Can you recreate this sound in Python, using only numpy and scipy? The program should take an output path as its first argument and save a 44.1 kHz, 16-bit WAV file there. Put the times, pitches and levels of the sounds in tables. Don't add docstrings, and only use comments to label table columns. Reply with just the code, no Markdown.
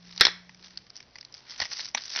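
import sys
import numpy as np
from scipy import signal
from scipy.io import wavfile
from scipy.ndimage import uniform_filter1d

SR = 44100
rng = np.random.default_rng(int(sys.argv[2]) if len(sys.argv) > 2 else 0)


def wrap_up_sound(samples):
    columns = np.atleast_2d(samples).T
    tamed = np.clip(columns, -1, 1)
    steps = np.round(tamed * 32767).astype(np.int16)
    wavfile.write(sys.argv[1], SR, steps)


def volts_from_decibels(level):
    exponent = np.asarray(level, float) / 20
    return 10 ** exponent


N = 97020


def read(points, hz):
    f, value = np.transpose(points)
    return np.interp(np.log(hz + 1), np.log(f + 1), value)


def evened(x):
    return x / np.sqrt(np.mean(x ** 2) + 1e-20)


def colour(x, points):
    size = 4096
    gain_db = np.maximum(read(points, abs(np.fft.fftfreq(size, 1 / SR))), -70)
    log_gain = np.log(volts_from_decibels(gain_db))
    taps = np.fft.ifft(np.exp(np.conj(signal.hilbert(log_gain)))).real[:size // 2]
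    return signal.oaconvolve(x, taps / np.linalg.norm(taps))[:len(x)]


def halves(x):
    split_hz = 2870
    low = signal.sosfilt(signal.butter(4, split_hz, "low", fs=SR, output="sos"), x)
    high = signal.sosfilt(signal.butter(4, split_hz, "high", fs=SR, output="sos"), x)
    return low, high


def ring(x, hz, width):
    r = np.exp(-np.pi * width / SR)
    return signal.lfilter([1, -1], [1, -2 * r * np.cos(2 * np.pi * hz / SR), r * r], x)


def add(mix, s, sound):
    part = mix[round(s * SR):][:len(sound)]
    part += sound[:len(part)]


def hum():
    # start_s, pitch_hz, level_db [rms]
    third_order = [(0, 175.9, -57), (.3, 178.8, -54), (.47, 179.2, -59.5), (.85, 186.2, -67.5),
                   (1.098, 194.4, -88.5)]
    # multiple of the turning rate, level_db [rms]
    other_orders = [(1, -78.5), (2, -74)]
    s, hz, db = np.transpose(third_order)
    t = np.arange(N) / SR
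    turns = np.cumsum(np.interp(t, s, hz)) / SR / 3
    faint = np.zeros(N)
    for order, order_db in other_orders:
        waver = 1 + 0.088 * evened(uniform_filter1d(rng.standard_normal(N), 4000))
        faint += volts_from_decibels(order_db) * waver * np.sin(2 * np.pi * order * turns)
    strong = volts_from_decibels(np.interp(t, s, db)) * np.sin(2 * np.pi * 3 * turns)
    return np.sqrt(2) * (strong + faint)


def air():
    # pitch_hz, relative level_db
    air_spectrum = [(12, -37), (20, -12), (117, -6.5), (248, -7.5), (800, -13), (1320, -17.5),
                    (5900, -19.5), (6500, -38.5), (8450, -74), (14300, -120)]
    level_db, patchy_db = -63, 1.5
    frames, hz = N // 256 + 5, np.fft.rfftfreq(1024, 1 / SR)
    real, imaginary, patches = rng.standard_normal((3, 513, frames))
    patches = evened(uniform_filter1d(uniform_filter1d(patches, 10, 0), 12, 1))
    gain = volts_from_decibels(read(air_spectrum, hz)[:, None] + patchy_db * patches)
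    noise = signal.istft((real + 1j * imaginary) * gain, nperseg=1024, noverlap=768)[1][:N]
    return volts_from_decibels(level_db) * evened(noise)


def crackle():
    # start_s, upper crackle level_db, lower crackle level_db
    handling = [(0, -67.5, -64.5), (.17, -53.5, -58), (0.195, -57, -48), (0.205, -36, -43.5),
                (.225, -70, -64), (.36, -70, -75.5), (.61, -65, -66.5), (.665, -48, -49.5),
                (0.692, -65, -66.5), (0.781, -66, -58.5), (0.83, -68, -71), (.93, -74.5, -67),
                (0.969, -55, -59), (1.041, -71, -69), (1.319, -72.5, -68), (1.369, -51, -59),
                (1.442, -70.5, -63), (1.509, -43.5, -48.5), (1.574, -57, -52.5), (1.622, -47, -39),
                (1.694, -51, -54), (1.727, -36.5, -42.5), (1.759, -46.5, -53), (1.799, -38, -46.5),
                (1.873, -45.5, -50.5), (1.936, -68, -67.5), (1.975, -64, -33), (2.0, -49, -54),
                (2.099, -42.5, -49.5), (2.132, -33.5, -45), (2.179, -42, -39), (2.2, -33, -34)]
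    # pitch_hz, relative level_db
    crackle_spectrum = [(120, -64.5), (200, -17.5), (599, -17.5), (800, -15), (1990, -11), (3220, -10),
                        (5220, 3.5), (6320, 1), (6600, -25.5), (14500, -120)]
    clump_db, rub_share = 3, 0.65
    grains_per_s, grain_spread_db, grain_t60_s = 2000, 4.5, .004
    lowest_hz, highest_hz, kinds = 1304, 5860, 12
    clumps = volts_from_decibels(clump_db * evened(uniform_filter1d(rng.standard_normal(N), 250)))
    starts = rng.random(N) < grains_per_s / SR
    size = volts_from_decibels(grain_spread_db * np.minimum(rng.exponential(1, N), 3)) * starts
    kind = rng.integers(0, kinds, N)
    tail = volts_from_decibels(-60 * np.arange(600) / SR / grain_t60_s)
    grains = np.zeros(N)
    for k, hz in enumerate(np.linspace(lowest_hz, highest_hz, kinds)):
        tick = ring(tail * rng.standard_normal(600), hz, hz)
        grains += signal.oaconvolve(size * (kind == k), tick / np.linalg.norm(tick))[:N]
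    rub = rub_share * rng.standard_normal(N)
    low, high = halves(colour(clumps * (evened(grains) + rub), crackle_spectrum))
    s, db, low_db = np.transpose(handling)
    t = np.arange(N) / SR
    upper = volts_from_decibels(np.interp(t, s, db)) * evened(high)
    return upper + volts_from_decibels(np.interp(t, s, low_db)) * evened(low)


def snaps():
    # start_s [of the click], upper ring peak level_db, upper ring pitch_hz,
    # lower ring peak level_db, rattle t60_s [before ringing]
    creases = [(0.0934, -39, 4200, -50, 0.015), (0.1256, -31.5, 3840, -47.5, 0.0088),
               (0.1629, -26.5, 4910, -41, 0.0098), (0.178, -17, 4280, -38, 0.011),
               (0.1988, -18.5, 4250, -35.5, 0.013), (0.2031, -41.5, 4380, -25, 0.017),
               (0.494, -38.5, 5000, -37, 0.02), (0.5464, -38.5, 5275, -47.5, 0.014),
               (0.627, -37.5, 4360, -52, 0.01), (0.7743, -19, 4530, -51.5, 0.015),
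               (0.8677, -42, 4725, -49, 0.012), (0.9031, -28, 4660, -49.5, 0.0031),
               (0.9567, -32, 4906, -51, 0.012), (0.9661, -25.5, 4700, -60, 0.0054),
               (0.9748, -33, 4970, -61, 0.01), (1.004, -30, 4800, -37, 0.014),
               (1.0277, -36, 4430, -47.5, 0.012), (1.1565, -33, 4780, -34.5, 0.02),
               (1.1626, -36.5, 4940, -45, .02), (1.1853, -30.5, 4900, -38.5, 0.013),
               (1.2109, -26, 4530, -48, 0.014), (1.2285, -40, 4614, -44, 0.015),
               (1.2499, -27.5, 4280, -50, 0.013), (1.3245, -35, 5130, -65.5, 0.012),
               (1.342, -26.5, 4830, -48, 0.012), (1.348, -31.5, 4790, -46.5, 0.014),
               (1.507, -27, 5000, -58, 0.011), (1.5213, -36, 4600, -36.5, .012),
               (1.5792, -25.5, 5728, -50, 0.016), (1.6021, -8.5, 4290, -20, 0.014),
               (1.6156, -13, 5490, -23, 0.018), (1.6197, -16.5, 4250, -19.5, 0.026),
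               (1.6255, -20, 5830, -23.5, 0.0097), (1.6541, -19, 5100, -27.5, 0.041),
               (1.7229, -25, 5300, -37.5, 0.02), (1.7335, -20.5, 5216, -41, 0.0087),
               (1.7691, -28.5, 4600, -40.5, 0.012), (1.7868, -22.5, 4850, -48, 0.0093),
               (1.7944, -21, 4420, -26, 0.012), (1.8085, -26, 5250, -43, 0.014),
               (1.847, -22.5, 4930, -42.5, 0.017), (1.8874, -25, 5070, -45, 0.02),
               (1.9484, -2, 6230, -12.5, 0.019), (1.9762, -21, 4000, -26, 0.0053),
               (1.9804, -18.5, 3800, -32.5, 0.011), (2.0436, -28, 4800, -55, 0.0098),
               (2.063, -29, 5360, -48, 0.0078), (2.0804, -25, 4330, -43.5, 0.0095),
               (2.1634, -22, 5270, -51, .006), (2.1674, -16, 5680, -30, 0.01),
               (2.1751, -20.5, 3430, -21.5, 0.035), (2.1831, -23, 4460, -35, 0.005)]
    # pitch_hz, relative level_db
    sheet_ring = [(70, -53), (120, -19.5), (450, -9.5), (850, 2.5), (1300, -11), (2000, 5), (2700, -9.5),
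                  (3600, -12.5), (7040, -120)]
    click_share, creak_db, creak_s = .45, -20, 0.0031
    upper_width_hz, skirt_hz, skirt_db = 1480, 3900, -5
    stiff_hz, stiff_share = 4700, .35
    body_hz, body_db_per_db = 1000, .3
    out, lead = np.zeros(N), 300
    t = (np.arange(2400) - lead) / SR
    creak = volts_from_decibels(creak_db) * np.exp(-abs(t) / creak_s)
    for s, db, hz, low_db, t60 in creases:
        noise = rng.standard_normal(2400)
        rattle = volts_from_decibels(-60 * t.clip(0) / max(t60, .002))
        kick = noise ** 2 * np.sign(noise) * np.where(t < 0, creak, rattle)
        kick = (1 - click_share) * kick / np.linalg.norm(kick) + click_share * (t == 0)
        twice = ring(ring(kick, hz, upper_width_hz), hz, upper_width_hz)
        skirt = ring(kick, skirt_hz, skirt_hz)
        high = evened(twice) + volts_from_decibels(skirt_db) * evened(skirt)
        stretch = (hz / stiff_hz) ** stiff_share
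        body_db = body_db_per_db * low_db
        low = colour(kick, [(f * stretch, d + (f < body_hz) * body_db) for f, d in sheet_ring])
        snap = volts_from_decibels(db) * high / abs(high).max() + volts_from_decibels(low_db) * low / abs(low).max()
        add(out, s - lead / SR, snap)
    return out


def pushes():
    # start_s, level_db [sine peak before decay], pitch_hz, cycles until it falls to 1/e
    puffs = [(0.207, -31, 138.4, 0.51), (1.614, -43, 87, 1.2), (1.947, -46.5, 240, 4.2)]
    out = np.zeros(N)
    for s, db, hz, cycles in puffs:
        u = np.arange(0, 4 * cycles, hz / SR)
        add(out, s, volts_from_decibels(db) * np.sin(2 * np.pi * u) * np.exp(-u / cycles))
    return out


def rip():
    # start_s, level_db [rms of the first 100 samples], burst t60_s, lower part gain_db
    cracks = [(0.2095, -6, 0.059, 4), (0.2347, -19, 0.042, 5), (0.2517, -8.5, 0.027, 0),
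              (0.2685, -12.5, 0.0078, 6), (0.2799, -26, 0.046, 23)]
    # pitch_hz, relative level_db
    rip_ring = [(200, -25), (400, -17), (900, -17), (1300, -12), (1880, -3), (2300, -11), (3000, -17),
                (3400, -4), (4200, -2), (4750, -9), (5350, 0), (6300, -19)]
    click_db = 13
    trail_db, trail_t60_s = -17, 0.083
    out, t = np.zeros(N), np.arange(9000) / SR
    for s, db, t60, low_db in cracks:
        shape = volts_from_decibels(-60 * t / t60) + volts_from_decibels(trail_db - 60 * t / trail_t60_s)
        crack = shape * rng.standard_normal(9000) + volts_from_decibels(click_db) * (t == 0)
        low, high = halves(colour(crack, rip_ring))
        burst = high + volts_from_decibels(low_db) * low
        add(out, s, volts_from_decibels(db) * burst / np.sqrt(np.mean(burst[:100] ** 2)))
    return out


def room(x):
    # pitch_hz, t60_s
    room_decay = [(400, 0.23), (2000, 0.4), (4000, 0.29), (6500, 0.3)]
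    taps = np.zeros(SR // 2)
    at = np.arange(200, SR // 2 - 20, 20)
    taps[at + rng.integers(0, 20, at.shape)] = rng.choice([-1., 1.], at.shape)
    hz, t, z = signal.stft(taps, SR, nperseg=256)
    decay = volts_from_decibels(-60 * t / read(room_decay, hz)[:, None])
    tail = signal.istft(z * decay, SR, nperseg=256)[1]
    return signal.fftconvolve(x, tail / np.linalg.norm(tail))[:N]


def scene():
    rip_room_db, near_room_db = -15, -21
    steady = hum() + air()
    near = crackle() + snaps() + pushes()
    torn = rip()
    echoes = room(volts_from_decibels(rip_room_db) * torn + volts_from_decibels(near_room_db) * near)
    return (torn + near + echoes + steady)[None]


def band_limit(x):
    return signal.sosfilt(signal.butter(12, 16460, fs=SR, output="sos"), x)


def record(dry):
    edge_hz, clip = 6200, .74
    low_pass = signal.firwin(511, edge_hz, window=("kaiser", 10), fs=SR)
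    narrow = signal.oaconvolve(dry, low_pass[None], "same")
    return band_limit(np.clip(narrow, -clip, clip))


dry = scene()
out = record(dry)
wrap_up_sound(out)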